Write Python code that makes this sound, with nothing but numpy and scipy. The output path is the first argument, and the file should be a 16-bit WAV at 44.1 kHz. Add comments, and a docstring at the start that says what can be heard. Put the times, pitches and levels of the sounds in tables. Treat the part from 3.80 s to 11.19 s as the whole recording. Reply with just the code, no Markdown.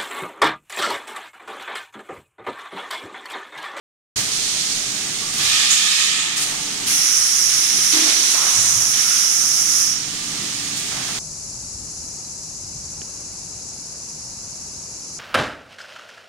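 """A large factory hall, heard from the aisle, with pneumatic moulding machines at work.
Motors drone and air lines leak all round. Carriages rush and thump, a slide groans, small valves puff,
a mould dumps its air through a silencer, and a nozzle blows a ringing blast for three seconds.
It all reaches two small microphone ports as a diffuse field; the gain ducks under each loud hiss."""
import sys
import numpy as np
from scipy import signal
from scipy.fft import rfft, irfft, next_fast_len
from scipy.io import wavfile
from scipy.ndimage import uniform_filter1d, map_coordinates

SR = 44100
rng = np.random.default_rng(int(sys.argv[2]) if len(sys.argv) > 2 else 0)


def generate_wav(sig):
    """Save sig (samples, or channels by samples) to the path in sys.argv[1] as 16-bit PCM at SR."""
    pcm = np.round(np.clip(np.atleast_2d(sig).T, -1, 1) * 32767).astype(np.int16)
    wavfile.write(sys.argv[1], SR, pcm)


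N = 325899
SIZE = next_fast_len(N, real=True)
HZ = np.maximum(np.fft.rfftfreq(SIZE, 1 / SR), 1)
TIME = np.arange(N) / SR


def from_db(db):
    """Decibels to gain."""
    return 10 ** (np.asarray(db) / 20)


def rms_one(x):
    """Scale to unit rms."""
    return x / np.sqrt(np.mean(x ** 2) + 1e-20)


def in_time(rows):
    """An automation curve at every sample."""
    return np.interp(TIME, *np.transpose(rows))


def in_frequency(rows):
    """Each column of a spectrum at every frequency."""
    hz, *columns = np.transpose(rows)
    return np.array([np.interp(np.log(HZ), np.log(hz), c) for c in columns])


def filtered(x, gain):
    """Apply a frequency response."""
    return irfft(rfft(x, SIZE) * gain, SIZE)[..., :N]


def diffuse(gain):
    """Coloured noise from all directions: an even and an odd part, unrelated; rms 1."""
    real, imaginary = rng.standard_normal((2, 2, gain.size))
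    return rms_one(irfft(gain * (real + 1j * imaginary))[:, :N])


def band(hz, octaves):
    """Diffuse noise in a bell-shaped band."""
    return diffuse(np.exp(-(np.log2(HZ / hz) / (2 * octaves)) ** 2))


def drift(rate_hz, count=2048):
    """Smooth random modulation, rms about 1."""
    duration = N / SR
    hz = np.arange(count // 2 + 1) / duration
    slow = irfft(rfft(rng.standard_normal(count)) / (1 + (hz / rate_hz) ** 2))
    return np.interp(TIME, np.linspace(0, duration, count), rms_one(slow))


def resonance(hz, width):
    """Power response of one mode, 1 at its peak."""
    return 1 / (1 + ((HZ ** 2 - hz ** 2) / (HZ * width)) ** 2)


def tones(modes):
    """Narrow lines, smeared by the hall; rms 1."""
    return diffuse(sum(from_db(db) / np.sqrt(width) * resonance(hz, width) for hz, width, db in modes))


def lifted(spectrum, modes):
    """A broad spectrum with resonances standing out of it."""
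    lift_db = sum(db * resonance(hz, width) for hz, width, db in modes)
    return from_db(in_frequency(spectrum)[0] + lift_db)


def envelope(start_s, rise_s, length_s, t60_s):
    """Swell, hold until the length is over, die away."""
    age = TIME - start_s
    return np.clip(age / rise_s, 0, 1) * from_db(-60 * np.clip((age - length_s) / t60_s, 0, 3))


def repeated(rows, rise_s, t60_s):
    """One envelope for all events of a kind; their powers add."""
    return np.sqrt(sum((from_db(db) * envelope(s, rise_s, length, t60_s)) ** 2 for s, length, db in rows))


def hall_t60(hz):
    """Reverb time in seconds: the treble dies sooner."""
    return 2.15 * (hz / 1000) ** -0.61


def bent(x, percent):
    """Shift all frequencies by a changing percentage."""
    place = np.cumsum(1 + percent / 100)
    return np.array([map_coordinates(part, [place], mode="mirror") for part in x])


def turbulent(gain, flutter_db, rate_hz):
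    """Fluttering air noise; bounces off the floor and the guards ripple its spectrum."""
    delays_s = rng.uniform(.002, .02, (8, 1))
    ripple_db = 2 * rms_one(np.cos(2 * np.pi * HZ * delays_s).sum(0))
    return diffuse(gain * from_db(ripple_db)) * from_db(flutter_db * drift(rate_hz))


def jet(gain, tilt_db, bend_percent, pivot_hz, flutter_db, rate_hz):
    """Supply pressure sets a jet's brightness and bends its resonances a little."""
    air = bent(turbulent(gain, flutter_db, rate_hz), bend_percent)
    low = filtered(air, 1 / (1 + (HZ / pivot_hz) ** 6))
    return low * from_db(-tilt_db) + (air - low) * from_db(tilt_db)


def pressure_drop(start_s, empty_s):
    """Once the supply ends, pressure falls ever faster: 10 dB down after the emptying time."""
    return -10 * np.clip((TIME - start_s) / empty_s, 0, 3) ** 2


def hall():
    """The bed: distant motors and fans, their hum, the nearest machine's rumble and leaking air lines."""
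    # motor and fan drone: freq_hz, relative_db
    drone_spectrum = [(20, -31), (45, -8), (80, -12.5), (145, 2.5), (250, -1.5), (340, -2), (400, -5),
                      (520, -13.5), (750, -6.5), (1100, -9), (2000, -10), (4000, -43)]
    # hums that never stop: pitch_hz, width_hz, relative_db
    hums = [(203, 17, -54.5), (289.4, 1.9, -52.5), (427, 9.8, -56.5), (876, 8.6, -58.5), (1183, 18, -58.5),
            (3400, 30, -57)]
    # the nearest machine coming closer: time_s, level_db
    rumble_level = [(5.3, -64), (6.0, -42), (7.39, -40)]
    # hiss of the leaks: freq_hz, relative_db
    leak_spectrum = [(400, -7), (1000, -8.5), (1600, -4.5), (2100, -3), (3000, -0.5), (4000, -1),
                     (5200, 1.5), (6400, 2), (8800, -2), (10500, -5.5), (13000, -6.5), (16000, -3)]
    # the leaks, slowly left behind: time_s, level_db
    leak_level = [(0.4, -24), (3.0, -25), (7.39, -25.5)]
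    drone = from_db(-38.5 + 2 * drift(rate_hz=4.6)) * diffuse(from_db(in_frequency(drone_spectrum)))
    rumble = from_db(in_time(rumble_level)) * band(147, octaves=0.45)
    hiss = turbulent(from_db(in_frequency(leak_spectrum)), flutter_db=0.1, rate_hz=38)
    return drone + from_db(-46) * tones(hums) + rumble + from_db(in_time(leak_level)) * hiss


def motors(ramp_s=0.073):
    """Pumps and drives start, hum on one note and stop."""
    # motor runs: start_s, stop_s, pitch_hz, width_hz, level_db
    runs = [(0.4, 1.502, 612, 36, -52.5), (1.396, 1.8, 1160, 58, -42.5), (2.15, 3.2, 882, 17, -46.5),
            (2.557, 3.353, 295, 17, -46.5), (0.3, 1.7, 421, 11, -52), (2.6, 3.3, 431, 23, -54),
            (4.7, 5.85, 719, 18, -45.5), (5.75, 6.727, 304, 19, -49.5), (6.2, 7.3, 1187, 21, -50)]
    hum = 0
    for start, stop, hz, width, db in runs:
        running = np.clip(np.minimum(TIME - start, stop - TIME) / ramp_s + .5, 0, 1)
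        hum = hum + from_db(db) * running * diffuse(resonance(hz, width))
    return hum


def carriages(rush_hz=1050, flutter_db=1.3):
    """Carriages rush along their guides and heavy parts come to rest."""
    # carriage strokes: start_s, length_s, level_db
    strokes = [(1.58, 0.16, -38), (2.57, 0.11, -35), (4.125, 0.16, -27), (4.53, 0.12, -27.5),
               (7.1, 0.1, -34.5)]
    # heavy parts landing: start_s, length_s, level_db
    landings = [(0.355, 0.035, -36), (1.57, 0.19, -45), (2.99, 0.1, -46), (4.738, 0.11, -33.5),
                (4.88, 0.19, -36.5)]
    rush = repeated(strokes, rise_s=0.019, t60_s=hall_t60(rush_hz)) * band(rush_hz, octaves=0.72)
    thumps = repeated(landings, rise_s=0.012, t60_s=0.29) * band(105, octaves=0.3)
    return (rush + thumps) * from_db(flutter_db * drift(rate_hz=19))


def slide(start_s=4.128, rise_s=0.0095, length_s=0.14, pitch_hz=314, waver_percent=2.75, shudder_db=0.7):
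    """A slide shudders along its guide, groaning on one wavering note that lingers in the hall."""
    # rasp around the note: pitch_hz, width_hz, relative_db
    rasp_modes = [(266, 33, -9), (294, 53, -13), (360, 30, -4), (658, 42, -2)]
    phase = 2 * np.pi * np.cumsum(pitch_hz * (1 + waver_percent / 100 * drift(rate_hz=30))) / SR
    # even and odd parts a quarter cycle apart: equally loud at both ports
    note = np.sqrt(2) * np.array([np.sin(phase), np.cos(phase)]) * from_db(shudder_db * drift(rate_hz=43))
    rasp = from_db(-6) * tones(rasp_modes)
    groan = (note + rasp) * envelope(start_s, rise_s, length_s, t60_s=0.17)
    tail = band(pitch_hz, octaves=0.29) * envelope(start_s, rise_s, length_s, t60_s=2.15)
    return from_db(-26) * (groan + from_db(-6.5) * tail)


def valves(rise_s=0.017, flutter_db=1.0):
    """Each valve snaps open, hisses in a band of its own and leaves a tail in the hall; the nozzle's opening
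    burst is among them."""
    # valves venting, and at 3.06-3.07 s the burst as the nozzle opens: open_s, shut_s, level_db, centre_hz,
    # width_octaves
    puffs = [(0.352, .41, -22, 7000, 2.4), (0.507, 0.927, -26, 5270, 0.56), (1.52, 2.26, -25, 9500, 0.99),
             (1.898, 1.923, -16, 7000, 0.14), (1.903, 1.93, -18.5, 11000, 0.4),
             (2.29, 2.41, -24.5, 7440, 0.13), (2.558, 2.632, -19.5, 8500, 1.1),
             (3.06, 3.157, -20, 12000, 0.25), (3.07, 3.16, -38, 2240, 0.48), (3.686, 4.11, -24, 3720, 0.77),
             (4.11, 4.37, -16.5, 4100, 0.69), (4.11, 4.16, -19, 13500, .3),
             (4.414, 4.866, -21.5, 4160, 0.75), (4.544, 4.68, -29, 1130, 0.27),
             (4.737, 4.886, -18.5, 7050, .2), (5.122, 5.363, -25.5, 2760, .75),
             (5.234, 5.39, -32.5, 1370, .1), (6.954, 6.99, -29, 10000, 0.58)]
    air = sum(from_db(db) * envelope(start, rise_s, shut - start, hall_t60(hz)) * band(hz, octaves)
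              for start, shut, db, hz, octaves in puffs)
    return air * from_db(flutter_db * drift(rate_hz=25))


def exhaust(open_s=1.555, rise_s=0.22, hold_s=0.38, level_db=-15, dulling=0.52):
    """The mould empties through a silencer; the hiss dulls as the pressure falls."""
    # exhaust hiss: freq_hz, relative_db
    spectrum = [(300, -35), (650, -30), (900, -14.5), (1450, -10), (2000, -4.5), (3000, 1.5), (4200, 0),
                (5200, -0.5), (7000, -1), (9000, -4.5), (11000, -12.5), (13500, -7), (16000, -27)]
    # silencer resonances: centre_hz, width_hz, lift_db
    silencer = [(845, 76, 11), (1217, 180, 12.5), (1770, 240, 9), (2480, 140, 7), (3110, 110, 3.5),
                (3600, 380, 4), (5050, 170, 5), (5700, 130, 1.5)]
    drop_db = pressure_drop(open_s + rise_s + hold_s, empty_s=0.31)
    opening = np.clip((TIME - open_s) / rise_s, 0, 1) ** 0.78
    bend_percent = 4 * np.clip(TIME - 2, -1, 1)   # resonances climb through their listed pitch at 2 s
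    air = jet(lifted(spectrum, silencer), dulling * drop_db, bend_percent,
              pivot_hz=4070, flutter_db=0.5, rate_hz=26)
    return opening * from_db(level_db + drop_db) * air


def nozzle(open_s=3.06, rise_s=0.0146, hold_s=2.923, settle_s=0.072, dulling=0.38, wander=0.7):
    """A long blast rings in the nozzle's bore, just short of a whistle; it brightens as it bends up."""
    # blast hiss: freq_hz, relative_db
    spectrum = [(500, -16.5), (1000, -10), (1400, -3.5), (2100, -5.5), (3000, -9), (4300, -10), (5100, 6),
                (5600, 4), (6500, 7), (7400, 0.5), (8500, -0.5), (10000, 5.5), (13000, 3.5), (16000, 4)]
    # bore resonances: centre_hz, width_hz, lift_db
    bore_modes = [(1255, 160, 5), (3250, 250, 1.5), (5690, 600, 7), (6280, 340, 3.5), (9580, 160, 5.5),
                  (10150, 320, 5), (13400, 300, 2)]
    # contour whose swing about its mean, scaled by wander, bends the ring: time_s, pitch_hz
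    contour = [(3.1, 5904), (3.72, 5744), (4.98, 6020), (5.45, 5733), (5.53, 5965), (5.81, 5775),
               (5.85, 5959), (6.2, 5723)]
    drop_db = pressure_drop(open_s + rise_s + hold_s, empty_s=0.165)
    age = np.maximum(TIME - open_s, 0)
    opening = np.minimum(age / rise_s, 1)
    onset = np.exp(-age / settle_s)   # thin and soft until the ring builds up
    pitch = in_time(contour)
    bend_percent = wander * 100 * (pitch / pitch.mean() - 1)
    tilt_db = dulling * drop_db + 4.5 * onset + 0.2 * bend_percent
    upturn_percent = -0.24 * drop_db   # the pitch lifts as the pressure runs out
    ring = jet(lifted(spectrum, bore_modes), tilt_db, bend_percent + upturn_percent,
               pivot_hz=7100, flutter_db=0.6, rate_hz=7.3)
    # air rushing into the mould fades as it fills
    fill = from_db(-26 - 3.5 * age) * band(2700, octaves=0.79)
    blast = opening * from_db(drop_db) * (from_db(-13 - 12 * onset) * ring + fill)
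    # the ring's narrow core builds up and lingers after the rush
    core = bent(diffuse(resonance(5720, width=540)), bend_percent)
    return blast + from_db(-22) * envelope(open_s, rise_s=0.15, length_s=3.046, t60_s=0.68) * core


def gain_control(x, threshold_db=-18, share=0.58, attack_s=0.054, release_s=0.2, block=441):
    """Loud hiss ducks the gain, so the hall sinks behind it and swells back afterwards."""
    power = uniform_filter1d(np.mean(x ** 2, 0), block)[::block]
    level_db = 10 * np.log10(np.abs(power) + 1e-12)
    cut_db = [0.]
    for wanted in share * np.maximum(level_db - threshold_db, 0):
        lag_s = attack_s if wanted > cut_db[-1] else release_s
        cut_db.append(cut_db[-1] + (wanted - cut_db[-1]) * (1 - np.exp(-block / SR / lag_s)))
    return x * from_db(-np.interp(TIME, TIME[::block], cut_db[1:]))


def scene():
    """The even part of the field reaches both ports alike, the odd part with opposite signs."""
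    # likeness of the diffuse field at the two ports: freq_hz, correlation
    likeness = [(100, 1), (280, 0.94), (400, 0.5), (540, -0.19), (760, 0.49), (930, -0.15), (1250, 0.86),
                (1700, 0.063), (2050, -0.18), (2500, -0.045), (3200, 0.35), (4200, -0.26), (5400, 0.11),
                (7000, -0.0086)]
    even, odd = hall() + motors() + exhaust() + nozzle() + valves() + carriages() + slide()
    alike = np.clip(in_frequency(likeness)[0], -.995, .995)
    mid = filtered(even, np.sqrt((1 + alike) / 2))
    side = filtered(odd, np.sqrt((1 - alike) / 2))
    return np.array([mid + side, mid - side])


def record(dry, start_s=0.358, ceiling=0.92, cutoff_hz=15800):
    """The ports colour the sound; it cuts in after a moment, is ducked, soft-clipped and low-passed."""
    # resonant colour of the microphone ports: freq_hz, left_db, right_db
    ports = [(1510, -1.5, -1.5), (2170, 3, 3), (2730, -0.5, 1.5), (4160, -2.5, 7), (5000, -6.5, 5.5),
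             (6460, -3.5, 6.5), (6950, -2.5, 7), (7930, 3, -2), (8980, 5.5, -7), (9550, 3.5, -18),
             (10780, -3.5, -12), (13150, -9, -11.5), (16000, -21, -18)]
    coloured = filtered(dry, from_db(in_frequency(ports)))
    opened = coloured * np.clip((TIME - start_s) / .003, 0, 1)
    ducked = gain_control(opened)
    rounded = ducked / (1 + (ducked / ceiling) ** 8) ** (1 / 8)
    return signal.sosfilt(signal.ellip(12, .1, 80, cutoff_hz, fs=SR, output="sos"), rounded)


dry = scene()
out = record(dry)
generate_wav(out)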